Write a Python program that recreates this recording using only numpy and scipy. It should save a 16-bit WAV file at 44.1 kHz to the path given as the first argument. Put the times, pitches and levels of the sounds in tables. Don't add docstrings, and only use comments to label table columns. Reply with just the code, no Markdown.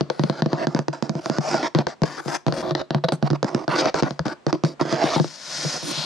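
import sys
import numpy as np
from scipy import signal
from scipy.fft import rfft, irfft
from scipy.io import wavfile
from scipy.ndimage import uniform_filter1d, minimum_filter1d

SR = 44100
rng = np.random.default_rng(int(sys.argv[2]) if len(sys.argv) > 2 else 0)


def generate_wav(signal):
    frames = np.transpose(np.atleast_2d(signal))
    scaled = np.clip(frames, -1, 1) * 32767
    pcm = np.round(scaled).astype(np.int16)
    wavfile.write(sys.argv[1], SR, pcm)


N = 266784
TIME = np.arange(N) / SR


def undb(db):
    return 10 ** (np.asarray(db) / 20)


def unit(x):
    return x / np.sqrt(np.sum(x ** 2) / len(np.atleast_2d(x)) + 1e-18)


def fade(t, t60):
    return np.exp(-np.log(1000) * t / t60)


def along(curve, t):
    return np.interp(t, *np.transpose(curve))


def add(out, start, x):
    i = max(int(start * SR), 0)
    out[:, i:i + x.shape[1]] += x[:, :N - i]


def through(x, response):
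    filtered = signal.fftconvolve(np.atleast_2d(x), np.atleast_2d(response), axes=1)
    return filtered[:, :x.shape[-1]]


def highpass(x, hz, order):
    return signal.sosfilt(signal.butter(order, hz, "high", fs=SR, output="sos"), x)


def lowpass(x, hz, order):
    return signal.sosfilt(signal.butter(order, hz, "low", fs=SR, output="sos"), x)


def resonance(x, hz, q):
    return signal.lfilter(*signal.iirpeak(hz, q, fs=SR), x)


def colour(points, scale=1, size=4096):
    hz, db = np.transpose(points)
    f = np.maximum(np.fft.rfftfreq(size, 1 / SR), 1)
    gain_db = np.interp(np.log(f), np.log(hz * scale), db)
    cepstrum = irfft(np.log(undb(gain_db)))
    cepstrum[1:size // 2] *= 2
    cepstrum[size // 2 + 1:] = 0
    return unit(irfft(np.exp(rfft(cepstrum)))[:size // 2])


def stereo_noise(count, apart):
    mid, side = rng.standard_normal((2, count))
    return (mid + apart * np.array([side, -side])) / np.hypot(1, apart)


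def scatter(t60, tail_db, apart):
    t = np.arange(int(t60 * SR) + 2) / SR
    response = undb(tail_db) * unit(stereo_noise(len(t), apart) * fade(t, t60))
    response[:, 0] += 1
    return unit(response)


def grains(count, per_s, spread_db):
    slips = (rng.random(count) < per_s / SR) * rng.choice([-1, 1], count)
    size_db = spread_db * np.clip(rng.standard_normal(count), -2, 2)
    return unit(slips * undb(size_db)) * np.sqrt(count)


def walk(count, rate):
    steps = np.arange(count) / SR * rate
    knots = np.arange(int(steps[-1]) + 2)
    return np.interp(steps, knots, rng.standard_normal(len(knots)))


# (t/s, place from about -1 at the left wall to 1 at the right)
HAND = [(0, -0.94), (.5, -0.017), (1, 1), (1.35, 0.63), (1.75, 0.023), (2.05, -0.77), (2.75, -0.55),
        (3.3, 0.95), (3.55, 1), (4.15, -1.06), (4.5, 0.049), (4.95, 0.78), (5.3, -0.6), (5.8, 0.58),
        (6.05, -0.052)]


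def place(t):
    return along(HAND, t)


def pan(db):
    gains = undb(np.array([[.5], [-.5]]) * db)
    return gains / np.sqrt(np.mean(gains ** 2, axis=0))


PAN_DB, LEFT_DB, CARD_LEFT_DB, DRUM_LEFT_DB = 5, 1.8, -0.64, 2.5


def from_hand(t, follow=1, left_db=LEFT_DB):
    return pan(left_db - follow * PAN_DB * place(t))


# (f/Hz, level/dB)
SLEEVE_SPECTRUM = [(30, -18), (70, -10), (145, -7), (250, 1.5), (700, -3), (1500, -10), (3000, -17),
                   (5000, -22.5), (8000, -27.5), (12000, -49), (15000, -71)]


def sleeve(level_db=-53, swell_db=2):
    level = undb(level_db + swell_db * walk(N, rate=4.9))
    return level * through(stereo_noise(N, apart=0.76), colour(SLEEVE_SPECTRUM))


# (f/Hz, t60/s, level/dB)
PANEL_MODES = [(202, 0.081, 0), (234, 0.052, 2.5), (291.6, 0.032, 9.5), (309, 0.091, -13), (331, 0.1, 3),
               (429, 0.028, 8.5), (460, 0.059, -3), (500, 0.057, 2), (560, 0.037, -9.5), (626, 0.069, -1.5),
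               (646, 0.094, -6), (760, 0.044, -22)]


def panel(t, knock_hz, reach=0.39, far_db=-13, lag=0.75):
    hz, t60, db = np.transpose(PANEL_MODES)[:, :, None]
    octaves = np.log2(hz / knock_hz)
    favour_db = far_db * (1 - np.exp(-(octaves / reach) ** 2))
    hz = hz * (1 + 0.018 * rng.standard_normal(hz.shape))
    gain_chance, phase_chance = rng.standard_normal((2, 2, len(PANEL_MODES), 1))
    size = undb(db + favour_db + 3 * gain_chance)
    rings = size * fade(t, t60) * np.sin(2 * np.pi * hz * t + lag * phase_chance)
    return unit(rings.sum(axis=1))


# (f/Hz, t60/s, level/dB)
WALL_MODES = [(360, 0.14, -1), (550.5, 0.092, 2.5), (639, 0.12, 3)]
# (t/s, level/dB)
WALL_RING = [(0, -11.5), (2.4, -15.5), (2.55, 3.5), (2.75, 0.5), (2.9, 0), (3.12, 5.5), (3.2, -16.5),
             (6.05, -7.5)]


def wall(t, when):
    hz, t60, db = np.transpose(WALL_MODES)[:, :, None]
    phase = .5 * rng.standard_normal((2, len(WALL_MODES), 1))
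    rings = undb(db) * fade(t, t60) * np.sin(2 * np.pi * hz * t + phase)
    return undb(along(WALL_RING, when)) * unit(rings.sum(axis=1))


DRUM_HZ, DRUM_SAG_HZ, DRUM_SPREAD_HZ = 160.5, 10.6, 5.2


def drum_note(t, start, lag, t60=0.078):
    hz = DRUM_HZ - DRUM_SAG_HZ * place(start) ** 2 + DRUM_SPREAD_HZ * rng.standard_normal()
    envelope = fade(t, t60) * (1 - fade(t, 0.067))
    return pan(DRUM_LEFT_DB) * unit(np.sin(2 * np.pi * hz * t + lag) * envelope)


def lid_sway(t, start, lag, hz=74, t60=0.079, level_db=-44, wall_db=39, right_db=-8):
    envelope = fade(t, t60) * (1 - fade(t, 0.15))
    level = level_db + wall_db * place(start) ** 2 + right_db * max(place(start), 0)
    return undb(level) * unit(np.sin(2 * np.pi * hz * t + lag) * envelope)


# (f/Hz, level/dB)
CLACK_SPECTRUM = [(60, -51), (200, -36.5), (550, 0.5), (850, 6), (1300, 2), (1800, 1), (2400, -17.5),
                  (3200, -14.5), (7000, -43.5), (14000, -102)]


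def card_clack(t, variety=0.072, dent_db=-3, dent_s=.0012):
    pitch = np.exp(variety * rng.uniform(-1.6, 1))
    pulse = through(1. * (t == 0), colour(CLACK_SPECTRUM, pitch))
    card = unit(through(pulse, scatter(t60=0.02, tail_db=9.0, apart=0.57)))
    ramp = np.maximum(1 - t / dent_s, 0)
    dent = unit(lowpass(highpass(ramp, hz=300, order=3), hz=1680, order=3))
    return card + undb(dent_db) * dent


# (f/Hz, level/dB)
TICK_SPECTRUM = [(500, 2.5), (1800, 1), (2900, -3.5), (3800, 0.5), (4600, 3.5), (5300, -0.5), (6300, -4.5),
                 (7500, -20), (10000, -31), (12000, -54), (16000, -66)]
# (t/s, centre f/Hz)
HISS_CENTRE = [(0, 4460), (.45, 4200), (.7, 4930), (1.1, 5000), (1.33, 4850), (1.52, 5240), (1.58, 4440),
               (1.68, 4650), (1.76, 4320), (1.9, 4850), (2.2, 4760), (2.35, 5460), (2.46, 4460),
               (2.6, 4700), (2.64, 4080), (3.05, 3940), (3.3, 4720), (3.55, 5240), (3.68, 4250),
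               (3.79, 4860), (3.89, 4450), (3.95, 5100), (4.03, 4670), (4.6, 4700), (4.97, 4870),
               (5.13, 4200)]


def tip_tick(t, start, centre_hz=4600):
    pulse = through(1. * (t == 0), colour(TICK_SPECTRUM, along(HISS_CENTRE, start) / centre_hz))
    return unit(through(pulse, scatter(t60=0.011, tail_db=-3.5, apart=0.78)))


CLACK_DB, CLACK_TICK_SHARE, CLACK_DB_PER_OCTAVE = -6.5, 0.7, 3
# (t/s, knock level/dB, knock f/Hz, drum level/dB, tick level/dB)
TAPS = [(0.0092, -13.5, 210, -26.5, -27.5), (0.1006, -17.5, 510, -49, -25.5), (0.195, -14, 188, -18, -30),
        (0.2367, -12.5, 198, -20, -25), (0.298, -13.5, 220, -33, -29), (0.4213, -13.5, 202, -20.5, -25),
        (0.4605, -13.5, 200, -25, -34), (0.5308, -13.5, 277, -24, -32), (0.67, -14, 234, -23.5, -28.5),
        (0.748, -13.5, 234, -24.5, -30.5), (0.791, -16.5, 220, -27, -31.5), (0.883, -16.5, 326, -25, -31.5),
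        (1.025, -17, 240, -38, -29.5), (1.0946, -18, 191, -28, -31), (1.1529, -21.5, 212, -27.5, -41.5),
        (1.259, -20.5, 710, -43, -30.5), (1.2986, -15, 234, -26.5, -29), (1.3844, -14, 228, -20.5, -30),
        (1.543, -11, 680, -40, -28), (1.7489, -11, 322, -13, -22), (1.7878, -12.5, 234, -21, -24),
        (1.8687, -17, 514, -43, -23.5), (2.0191, -15, 184, -16, -34.5), (2.0348, -14, 455, -31, -20),
        (2.2595, -24, 195, -29.5, -47), (2.2814, -22.5, 726, -35, -34.5), (2.4659, -16, 190, -14.5, -29.5),
        (2.4825, -17, 330, -19, -32.5), (2.5243, -20, 211, -30, -29.5), (2.7095, -22.5, 344, -21.5, -30),
        (2.751, -19, 360, -36, -21.5), (2.9067, -18.5, 225, -29, -27.5), (2.947, -14, 219, -17, -27),
        (3.0388, -17.5, 540, -19, -34.5), (3.0853, -20.5, 610, -48, -34), (3.1219, -17.5, 210, -19, -28.5),
        (3.2264, -13, 218, -15.5, -32.5), (3.303, -17.5, 202, -19, -32.5), (3.311, -21, 330, -19, -39),
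        (3.3319, -17, 316, -42, -42), (3.429, -15, 483, -29, -27), (3.445, -15, 231, -45, -32.5),
        (3.5474, -13, 236, -29, -27.5), (3.6796, -15, 705, -23.5, -30.5), (3.8566, -12.5, 700, -45, -24),
        (3.943, -13, 446, -37, -20), (4.0245, -11.5, 220, -24, -30), (4.033, -15.5, 263, -28, -26),
        (4.108, -21.5, 209, -35, -34.5), (4.1932, -20.5, 480, -21, -29.5), (4.2564, -19.5, 200, -38, -37.5),
        (4.266, -19, 200, -34, -36), (4.282, -27, 420, -38, -35), (4.4664, -13.5, 392, -19.5, -28),
        (4.5282, -13.5, 333, -24, -23), (4.6372, -11, 235, -16.5, -28.5), (4.6489, -24, 324, -31, -29.5),
        (4.812, -12.5, 318, -24, -29), (4.853, -22.5, 300, -34, -50), (4.926, -14.5, 236, -24.5, -29.5),
        (5.0402, -11, 283, -26, -32), (5.162, -11.5, 283, -21, -31), (5.199, -8.5, 196, -17, -29),
        (5.2442, -21.5, 342, -30, -37), (5.649, -22, 190, -21.5, -54), (5.741, -30.5, 230, -42, -54),
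        (5.828, -31, 200, -31, -54), (5.932, -39, 200, -40, -54), (5.975, -30.5, 220, -29, -56)]


def taps(drum_db=0, knock_db=0, tick_db=-0.5, radiate_hz=118, push_s=0.0011, wall_db=-1):
    out, t = np.zeros((2, N)), np.arange(SR // 4) / SR
    push = np.sin(np.pi / 2 * np.minimum(t / push_s, 1)) ** 2
    blow = np.sqrt(SR / 100)
    for start, knock, knock_hz, drum, tick in TAPS:
        lag = 0.65 * rng.standard_normal((2, 1))
        height_db = CLACK_DB_PER_OCTAVE * np.log2(knock_hz / PANEL_MODES[0][0])
        clack = CLACK_DB + knock + CLACK_TICK_SHARE * (tick - knock) + height_db
        on_card = from_hand(start, follow=0.36, left_db=CARD_LEFT_DB)
        low = undb(drum + drum_db) * drum_note(t, start, lag)
        upper = undb(knock + knock_db) * on_card * panel(t, knock_hz)
        body = highpass(push * (low + upper), radiate_hz, order=6)
        body = body + undb(drum) * lid_sway(t, start, lag)
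        body = body + undb(clack + wall_db) * wall(t, start)
        contact = undb(clack) * on_card * card_clack(t)
        contact = contact + undb(tick + tick_db) * from_hand(start, follow=0.96) * tip_tick(t, start)
        add(out, start, blow * (body - contact))
    return out


BASS_CUT_SHARE, TREBLE_CUT_RATIO = 0.3, 2.77
# (f/Hz, level/dB)
GRIND_SPECTRUM = [(50, -33), (105, -27), (145, 9.5), (200, -5), (330, 6.5), (430, -3), (660, -0.5),
                  (950, -1.5), (1400, -3.5), (1900, -11), (2700, -33.5), (3600, -17), (7000, -94),
                  (14000, -92)]


def card_grind(slips, hollow_hz, middle, hollow_db=-3, ring_db=-9, wall_db=-3):
    card = through(scatter(t60=0.017, tail_db=1.0, apart=0.62), colour(GRIND_SPECTRUM))
    card = highpass(card, BASS_CUT_SHARE * hollow_hz, order=1)
    card = lowpass(card, TREBLE_CUT_RATIO * hollow_hz, order=2)
    card = unit(card + undb(hollow_db) * resonance(card, hollow_hz, q=3.4))
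    ring_s = np.arange(card.shape[1]) / SR
    modes = highpass(panel(ring_s, hollow_hz) * (1 - fade(ring_s, 0.0031)), hz=330, order=2)
    card = unit(card + undb(ring_db) * modes)
    t = np.arange(len(slips)) / SR
    return through(slips, card) + undb(wall_db) * through(slips, wall(t, middle))


# (multiple of the hiss centre f/Hz, level/dB)
HISS_SPECTRUM = [(.25, -24), (.42, -3), (.6, -8), (.72, -6), (.86, -4), (1, 3), (1.12, -1), (1.3, -6.5),
                 (1.55, -14), (2.1, -33), (3, -79)]


def tip_hiss(slips, progress, start, end, catch_db=1.95):
    middle = (start + end) / 2
    echoes = scatter(t60=.02, tail_db=-4, apart=.45)
    early_hz = along(HISS_CENTRE, (start + middle) / 2)
    late_hz = along(HISS_CENTRE, (middle + end) / 2)
    early = unit(through(echoes, colour(HISS_SPECTRUM, early_hz)))
    late = unit(through(echoes, colour(HISS_SPECTRUM, late_hz)))
    scrape = slips * undb(catch_db * walk(len(slips), rate=39.4))
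    return through(scrape * (1 - progress), early) + through(scrape * progress, late)


# (f/Hz, level/dB)
FIZZ_SPECTRUM = [(4000, -30), (6500, 1), (8000, 2), (10000, -1), (11500, -10.5), (13500, -22), (15500, -36)]


def fibre_fizz(slips):
    fibres = through(scatter(t60=0.017, tail_db=18.0, apart=1), colour(FIZZ_SPECTRUM))
    return through(slips, unit(fibres))


def edge_rasp(force, centre_hz=2150, level_db=-12, hard_db=-24):
    bite = np.minimum(force / undb(hard_db), 1)
    edge = scatter(t60=0.018, tail_db=-1.5, apart=0.55)
    for _ in range(3):
        edge = resonance(edge, centre_hz, q=1.1)
    slips = bite * force * grains(len(force), per_s=1000, spread_db=9)
    return undb(level_db) * through(slips, unit(edge))


# (start t/s, end t/s, level/dB, swell from start to end/dB,
# hollow resonance f/Hz, hiss re level/dB, fizz re level/dB)
DRAGS = [(0.023, 0.115, -46, 0, 420, -15, -41), (0.107, 0.309, -43, 5, 450, -7, -22),
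         (0.304, 0.404, -37.5, 11, 770, -8.5, -32), (0.432, 0.525, -40.5, 16, 420, -12, -42),
         (0.514, 0.585, -34.5, -4, 750, -15, -44), (0.573, 0.647, -28.5, 4, 607, -14, -49),
         (0.677, 0.741, -37.5, -4, 694, -14, -32), (0.759, 0.83, -35.5, -16, 430, -15, -38),
         (0.926, 1.007, -39, -21.5, 676, -10, -45), (1.029, 1.105, -40.5, -10, 760, -13.5, -42),
         (1.112, 1.195, -37, 8, 414, -16, -35), (1.207, 1.3, -42, 8, 590, -5, -16),
         (1.306, 1.377, -32, 2, 690, -9, -36), (1.404, 1.497, -29.5, 11, 660, -7.5, -38),
         (1.499, 1.579, -26.5, 1, 680, -4, -37), (1.579, 1.636, -28.5, 0, 880, -8, -33),
         (1.624, 1.676, -25.5, 0.5, 870, -6, -42), (1.753, 1.817, -26.5, -3, 363, -12, -39),
         (1.878, 1.936, -39, -3, 624, -7.5, -43), (2.051, 2.175, -38.5, -5.5, 1950, -4.5, -18),
         (2.173, 2.203, -31.5, 2.5, 1100, -11, -25), (2.208, 2.276, -47, 7, 680, -5, -7.5),
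         (2.273, 2.364, -29.5, 6, 1250, -4.5, -17), (2.467, 2.535, -36.5, -17, 424, -13, -27),
         (2.531, 2.617, -33, 1.5, 510, -6.5, -16.5), (2.623, 2.72, -30.5, 0, 470, -10, -34),
         (2.761, 2.815, -31.5, 11, 675, -6.5, -48), (2.907, 2.983, -39.5, 6, 530, -11.5, -42),
         (3.039, 3.048, -23, 0, 570, -7.5, -32), (3.0848, 3.087, -22.5, 3, 1000, -3, -30),
         (3.119, 3.157, -36, -18, 480, -12, -12), (3.213, 3.274, -36, 20.5, 690, -13, -35),
         (3.308, 3.356, -41.5, 30.5, 720, -13.5, -42), (3.439, 3.49, -36, 16.5, 755, -15, -41),
         (3.497, 3.644, -33.5, -1, 436, -16.5, -35), (3.688, 3.758, -24, 3.5, 710, -10.5, -31),
         (3.751, 3.811, -25, 6.5, 970, -4.5, -31), (3.814, 3.895, -24, 0, 716, -11.5, -37),
         (3.949, 4.003, -26, 2, 900, -8, -44), (4.026, 4.082, -29, -0.5, 840, -13, -36),
         (4.086, 4.243, -56.5, -32, 600, -5, -24), (4.251, 4.331, -31.5, -3, 610, -12, -30),
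         (4.477, 4.503, -32.5, 2, 700, -12, -34), (4.537, 4.552, -28, 1, 420, -17, -39),
         (4.644, 4.736, -38, -15, 423, -8.5, -24), (4.794, 4.825, -25.5, -6, 960, -16.5, -30),
         (4.822, 4.959, -30.5, 12.5, 850, -10.5, -32), (4.959, 5.032, -25, 5, 730, -12.5, -45),
         (5.031, 5.091, -24.5, -1, 640, -3.5, -25), (5.097, 5.154, -24.5, 4.5, 680, -1, -23),
         (5.157, 5.199, -28, -10, 890, -5.5, -20), (5.568, 5.723, -42, 2, 577, -15, -35),
         (5.742, 5.774, -32.5, -5, 600, -18, -35), (5.819, 5.915, -38.5, 10, 343, -10, -3)]


def drags(grind_db=1.0, hiss_db=-0.5, fizz_db=0, land_s=0.0043, lift_s=0.0084, flutter_db=0.64, swell_db=1):
    out = np.zeros((2, N))
    for start, end, level, swell, hollow_hz, hiss, fizz in DRAGS:
        middle = (start + end) / 2
        length = max(end - start, land_s)
        t = np.arange(int((length + 0.12) * SR)) / SR
        progress = np.minimum(t / length, 1)
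        landing = np.clip(t / min(land_s, length / 2), 0, 1)
        lifting = np.clip((length - t) / min(lift_s, length / 2) + 1, 0, 1)
        chance_db = flutter_db * walk(len(t), rate=146.0) + swell_db * walk(len(t), rate=28.4)
        force = landing * lifting * undb(level + swell * (progress - .5) + chance_db)
        slips = force * grains(len(t), per_s=3600, spread_db=5)
        grind = undb(grind_db) * card_grind(slips, hollow_hz, middle)
        bright = undb(hiss + hiss_db) * tip_hiss(slips, progress, start, end)
        bright = bright + edge_rasp(force) + undb(fizz + fizz_db) * fibre_fizz(slips)
        on_card = from_hand(middle, follow=0.49, left_db=CARD_LEFT_DB)
        add(out, start, on_card * grind + from_hand(middle, follow=1.15) * bright)
    return out


SWEEP_START_S = 5.21
SWEEP_TURN_S, RETURN_PITCH = 5.8, 0.82
# (f/Hz, level/dB)
SWISH_SPECTRUM = [(900, -43), (1900, -3), (3000, -5.5), (4200, 1.5), (5200, 6.5), (6300, 1.5), (7500, -7),
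                  (9500, -18), (13000, -66)]
RUB_SPECTRUM = [(100, -32), (280, -8.5), (450, -6.5), (620, -1.5), (850, -7.5), (1200, -1.5), (2000, -3.5),
                (3000, -19), (6000, -59)]
DRUMMING_SPECTRUM = [(40, -36), (100, -28), (146, 2), (200, -1.5), (330, -13), (700, -37), (3000, -83)]
# (t/s, hiss level/dB before offsets)
SWEEP = [(5.26, -42.5), (5.382, -43.5), (5.546, -31.5), (5.744, -30.5), (5.816, -37.5), (5.943, -30.5),
         (6.04, -29.5)]


def sweep(hiss_db=1.5, rub_db=-7.0, fizz_db=-16, drumming_db=-17, judder_db=3, return_rub_db=2, flutter_db=1):
    hiss = along(SWEEP, TIME)
    contact = np.clip((TIME - SWEEP_START_S) / 0.075 + 1, 0, 1)
    force = contact * undb(hiss + flutter_db * walk(N, rate=97))
    slips = force * grains(N, per_s=9000, spread_db=1.5)
    returning = np.clip((TIME - SWEEP_TURN_S) / 0.25, 0, 1)
    outward = through(slips * np.sqrt(1 - returning), colour(SWISH_SPECTRUM))
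    back = through(slips * np.sqrt(returning), colour(SWISH_SPECTRUM, RETURN_PITCH))
    skin = through(outward + back, scatter(t60=.03, tail_db=-8, apart=1.5))
    card = through(slips * undb(return_rub_db * returning), colour(RUB_SPECTRUM))
    card = through(card, scatter(t60=0.024, tail_db=-5.0, apart=0.76))
    pad_push = contact * undb(hiss + judder_db * returning)
    pads = through(pad_push * stereo_noise(N, apart=0.4), colour(DRUMMING_SPECTRUM))
    fibres = through(contact * undb(hiss) * stereo_noise(N, apart=0.63), colour(FIZZ_SPECTRUM))
    high = undb(hiss_db) * skin + undb(fizz_db) * fibres
    low = undb(rub_db) * card + undb(drumming_db) * pads
    return from_hand(TIME) * (high + low)


def air_space(lid, cavity_hz=144, cavity_db=-5):
    return lid + undb(cavity_db) * resonance(lid, cavity_hz, q=17.3)


def small_room(x):
    return through(x, scatter(t60=.22, tail_db=-16.0, apart=0.42))


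def scene():
    lid = sleeve() + taps() + drags() + sweep()
    return small_room(air_space(lid))


def record(dry, ceiling=0.47, low_hz=48, top_hz=15000):
    thin = highpass(dry, low_hz, order=2)
    room_left = np.minimum(1, ceiling / (np.abs(thin).max(axis=0) + 1e-9))
    gain = uniform_filter1d(minimum_filter1d(room_left, size=129), size=129)
    top_cut = signal.ellip(8, .2, 70, top_hz, fs=SR, output="sos")
    return signal.sosfilt(top_cut, thin * gain)


dry = scene()
out = record(dry)
generate_wav(out)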